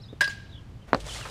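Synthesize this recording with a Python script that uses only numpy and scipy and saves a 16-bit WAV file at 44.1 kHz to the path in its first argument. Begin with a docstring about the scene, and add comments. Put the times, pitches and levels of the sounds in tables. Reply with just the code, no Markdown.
"""A back yard: a hockey puck cracks against a steel goal post; the pipe rings, house wall and yard answer.
Close by, the stick blade slaps a wooden shooting board and drags the next puck over it with a rising hiss.
Faint birds sing over a low outdoor rumble."""
import sys
import numpy as np
from scipy import signal
from scipy.fft import rfft, irfft, next_fast_len
from scipy.io import wavfile
from scipy.ndimage import map_coordinates

SR = 44100
rng = np.random.default_rng(int(sys.argv[2]) if len(sys.argv) > 2 else 0)


def inscribe(sig):
    """Save sig as 16-bit PCM at rate SR to the path in sys.argv[1].

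    A 1-D sig is mono; a 2-D sig holds one channel per row.
    Samples are clipped to [-1, 1] before scaling.
    """
    pcm = np.round(np.clip(np.atleast_2d(sig).T, -1, 1) * 32767)
    wavfile.write(sys.argv[1], SR, pcm.astype(np.int16))


N = 57330
T = np.arange(N) / SR


def amp(db):
    """Decibels to gain."""
    return 10 ** (np.asarray(db) / 20)


def unit(x):
    """Scale to rms 1."""
    return x / np.sqrt(np.mean(x ** 2) + 1e-20)


def along(points, hz):
    """Interpolate (frequency [Hz], value) points on a log axis."""
    knots_hz, values = np.transpose(points)
    return np.interp(np.log(hz + 1), np.log(knots_hz + 1), values)


def fade(t, t60_s):
    """Exponential decay; 1 before t = 0."""
    return np.exp(-np.log(1000) * np.maximum(t, 0) / t60_s)


def wobble(knots_per_s):
    """Smooth random curve."""
    return map_coordinates(rng.standard_normal(N), [T * knots_per_s], mode="mirror")


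def filtered(x, response):
    """Zero-phase filter with gain response(hz)."""
    size = next_fast_len(N + SR // 2)
    return irfft(rfft(x, size) * response(np.fft.rfftfreq(size, 1 / SR)), size)[:N]


def noise(spectrum):
    """Coloured noise, rms 1."""
    return unit(filtered(rng.standard_normal(N), lambda hz: amp(along(spectrum, hz))))


def delayed(x, delay_s):
    """Delay, cut to N samples."""
    return np.pad(x, (max(round(delay_s * SR), 0), 0))[:N]


def tail(spectrum, decay):
    """Noise tail, energy 1, with a t60 per frequency."""
    hz, t, bins = signal.stft(noise(spectrum), SR, nperseg=256)
    y = signal.istft(bins * fade(t, along(decay, hz)[:, None]), SR)[1][:N]
    return y / np.linalg.norm(y)


def pulse(spectrum, tilt_db_per_oct, size=4096):
    """Minimum-phase pulse, energy 1, tilted above about 500 Hz."""
    hz = np.fft.rfftfreq(size, 1 / SR)
    level_db = along(spectrum, hz) + tilt_db_per_oct * np.log2(1 + hz / 500)
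    cepstrum = irfft(np.log(amp(level_db)))
    cepstrum[1:size // 2] *= 2
    cepstrum[size // 2 + 1:] = 0
    y = irfft(np.exp(rfft(cepstrum)))
    return np.pad(y / np.linalg.norm(y), (0, N - size))


def rumble():
    """Steady low outdoor noise."""
    # background spectrum (frequency [Hz], relative density [dB])
    spectrum = [(20, -12), (50, -3), (80, -2), (125, 1.5), (180, -9.5), (280, -16.5), (500, -24),
                (1000, -29), (2000, -34.5), (3500, -37), (6000, -43.5), (10000, -52), (15000, -59)]
    return amp(-44.5) * noise(spectrum)


def birds():
    """Gliding, swinging whistles, scattered by leaves."""
    # notes (start [s], length [s], level [dB], centre [Hz], glide [Hz/s], swing [Hz], swing rate [Hz])
    notes = [(0, 0.0386, -55.5, 4670, 15003, 600, 20), (0.03, 0.041, -52.5, 4310, 25005, -450, 29),
             (.083, 0.039, -52.5, 3675, 6006, 107, 26), (0.492, 0.069, -53.5, 3660, -9000, 223, 40),
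             (0.54, 0.058, -54, 3148, -6000, 219, 35.3), (0.8, .052, -61.5, 2990, -3000, 129, 20),
             (1.079, .062, -41, 3244, 3, -330, 14), (1.208, 0.042, -42.5, 2714, -18000, 75, 20)]
    flutter_hz, scatter_db = 69.3, -5
    song = np.zeros(N)
    for start_s, length_s, db, centre_hz, glide_hz_per_s, swing_hz, rate_hz in notes:
        t = T - start_s
        hz = centre_hz + glide_hz_per_s * np.clip(t - length_s / 2, -length_s, length_s)
        hz = hz - swing_hz * np.cos(2 * np.pi * rate_hz * t) + flutter_hz * wobble(300)
        envelope = np.sqrt(np.abs(np.sin(np.pi * np.clip(t / length_s, 0, 1))))
        song += amp(db + 2.7 * wobble(140)) * envelope * np.sin(2 * np.pi * np.cumsum(hz) / SR)
    leaves = rng.standard_normal(N) * fade(T, t60_s=0.18)
    return song + amp(scatter_db) * signal.fftconvolve(song, leaves / np.linalg.norm(leaves))[:N]


def knocks():
    """Knocks and scuffs on lawn, rattling goal frame and board: band-limited noise bursts."""
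    # bursts (start [s], level [dB], centre [Hz], half-width [oct], rise [s], t60 [s])
    bursts = [(0.129, -27, 156, 1.1, 0.0013, 0.024), (0.1311, -44.5, 520, 0.51, 0.00059, 0.038),
              (.238, -27.5, 3720, 0.57, 0.0055, .06), (.239, -42, 9600, 0.1, 0.0018, 0.053),
              (.276, -32.5, 690, 2.33, 0.00067, 0.039), (0.2775, -33.5, 4750, 0.083, 0.00074, 0.045),
              (0.293, -44.5, 6870, 0.089, 0.0007, 0.08), (0.307, -43.5, 3120, 0.94, 0.0016, 0.16),
              (0.9462, -16, 3600, 0.45, 0.00025, 0.0035), (0.9455, -41.5, 8200, 0.099, 0.00017, 0.013),
              (1.064, -32, 500, 0.64, 0.0014, 0.037), (1.064, -35.5, 5960, 0.53, .002, 0.018),
              (1.158, -36, 2000, 0.061, 0.0017, 0.065), (1.21, -32.5, 1590, 0.25, .002, 0.037),
              (1.249, -32, 1270, 0.54, 0.0094, 0.056)]
    out = np.zeros(N)
    for start_s, db, centre_hz, width_oct, rise_s, t60_s in bursts:
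        white = rng.standard_normal(N)
        band = filtered(white, lambda hz: 1 / (1 + (np.log2((hz + 1) / centre_hz) / width_oct) ** 4))
        envelope = (1 - np.exp(-T / rise_s)) * fade(T - rise_s, t60_s)
        out += delayed(amp(db) * unit(band) * envelope, start_s)
    return out


def slide():
    """Puck and blade rub over wood: grainy hiss and a lower scrape."""
    # friction envelopes (time [s], hiss level [dB], scrape level [dB])
    levels = [(0, -120, -120), (.85, -87, -94), (0.888, -62, -50), (.925, -83, -57), (.965, -53.5, -53),
              (.993, -61, -52), (1.005, -44, -54), (1.028, -55, -53.5), (1.078, -44.5, -43.5),
              (1.124, -41.5, -50), (1.175, -39.5, -43), (1.22, -46, -47.5), (1.3, -48, -42.5)]
    # friction spectra (frequency [Hz], relative density [dB])
    hiss_spectrum = [(800, -12), (2000, -7), (3200, 0.5), (5000, -3), (8000, -6), (10000, -11),
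                     (12500, -24), (15000, -29)]
    scrape_spectrum = [(100, -34), (420, 4), (800, 1), (1100, -1), (1600, -3), (2400, -7), (5000, -18),
                       (15000, -30)]
    grains_per_s, grain_db = 486.8, 1.5
    time_s, hiss_db, scrape_db = np.transpose(levels)
    hiss = unit(noise(hiss_spectrum) * amp(grain_db * wobble(grains_per_s)))
    scrape = unit(noise(scrape_spectrum) * amp(grain_db * wobble(grains_per_s / 2)))
    return amp(np.interp(T, time_s, hiss_db)) * hiss + amp(np.interp(T, time_s, scrape_db)) * scrape


def board_flex():
    """The board's lowest bending mode swells and decays."""
    mode_hz, level_db, start_s, rise_s = 52, -41, 0.796, 0.26
    swell = np.clip((T - start_s) / rise_s, 0, 1) * fade(T - start_s - rise_s, t60_s=1.16)
    return amp(level_db) * swell * unit(np.sin(2 * np.pi * mode_hz * T + 0.44 * wobble(14.8)))


def blade():
    """Heel and toe slap the board; each contact is one push and a short wooden ring."""
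    # blade contacts (time [s], energy [dB], tilt [dB/oct])
    contacts = [(.9318, 10.5, -0.5), (0.9458, 1.5, -11), (0.9476, 4.5, -3.5), (0.9548, -18.5, -4)]
    # spectra of contact and board ring (frequency [Hz], relative density [dB])
    push_spectrum = [(40, -34.5), (130, -11), (270, 2), (500, -4), (1000, 1), (1600, -3), (2200, -12.5),
                     (2800, -24), (4500, -27.5), (6500, -54), (8500, -52), (12000, -66), (16000, -69)]
    board_spectrum = [(60, -29), (150, -21), (550, 4.5), (800, -6), (1500, -6.5), (2300, -13.5),
                      (4000, -10.5), (6500, -24), (14000, -49)]
    # board damping (frequency [Hz], t60 [s])
    board_decay = [(100, 0.36), (550, 0.13), (1500, 0.076), (5000, 0.018)]
    out = np.zeros(N)
    for time_s, db, tilt_db_per_oct in contacts:
        push = pulse(push_spectrum, tilt_db_per_oct)
        ring = amp(-9.5) * tail(board_spectrum, board_decay)
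        out += delayed(amp(db) * (push + ring), time_s)
    return out


def yard(x):
    """Diffuse reflections off house and fence."""
    # reverb colour (frequency [Hz], relative density [dB])
    colour = [(300, -0.5), (1600, -8.5), (3000, -2), (7000, -0.5), (14000, 1)]
    # reverb decay (frequency [Hz], t60 [s])
    decay = [(300, 0.5), (1600, 0.96), (4500, 0.75), (7000, 0.57), (8200, 0.47), (14000, 0.42)]
    return signal.fftconvolve(x, tail(colour, decay))[:N]


def post():
    """Puck hits steel: a dense crack and beating pipe modes, plus wall echo and yard reverb."""
    # steel pipe modes (frequency [Hz], level [dB], t60 [s])
    modes = [(592, -28.5, 0.12), (1018, -29, 0.1), (1155, -30.5, 0.12), (1557, -24.5, .25),
             (1594, -27.5, .39), (1611, -9, .08), (1635, -16, .31), (1706, -16.5, .07), (1797, -30, .2),
             (1996, -29, 0.17), (2514, -39, 0.1), (3550, -36, 0.13), (4230, -59, 0.12), (4810, -32, 0.16),
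             (5130, -31, .16)]
    # crack of puck and frame (frequency [Hz], relative density [dB])
    crack_spectrum = [(150, -20.5), (400, -0.5), (1100, 3), (2000, 3), (3600, 3), (5000, -2), (7500, -7.5),
                      (9300, -10), (11800, -26.5), (14500, -15), (16000, -33)]
    hit_s, attack_s, hold_s, waver_rad = 0.208, 0.004, 0.0081, 0.04
    ring = np.zeros(N)
    for hz, db, t60_s in modes:
        ring += amp(db) * fade(T, t60_s) * np.sin(2 * np.pi * hz * T + waver_rad * wobble(121))
    ring *= 1 - np.exp(-T / attack_s)
    crack = amp(-23.5) * noise(crack_spectrum) * fade(T - hold_s, t60_s=0.059)
    wall_echo = amp(-19.5) * delayed(crack, delay_s=0.088)
    reverb = yard(amp(-18) * ring + amp(-9.5) * crack)
    return delayed(ring + crack + wall_echo + reverb, hit_s)


def scene():
    """Mono sum of all sources."""
    return (post() + knocks() + blade() + slide() + board_flex() + birds() + rumble())[None]


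def record(dry):
    """Steep low-pass band limit."""
    cutoff_hz = 15350
    return filtered(dry[0], lambda hz: 1 / np.sqrt(1 + (hz / cutoff_hz) ** 160))[None]


dry = scene()
out = record(dry)
inscribe(out)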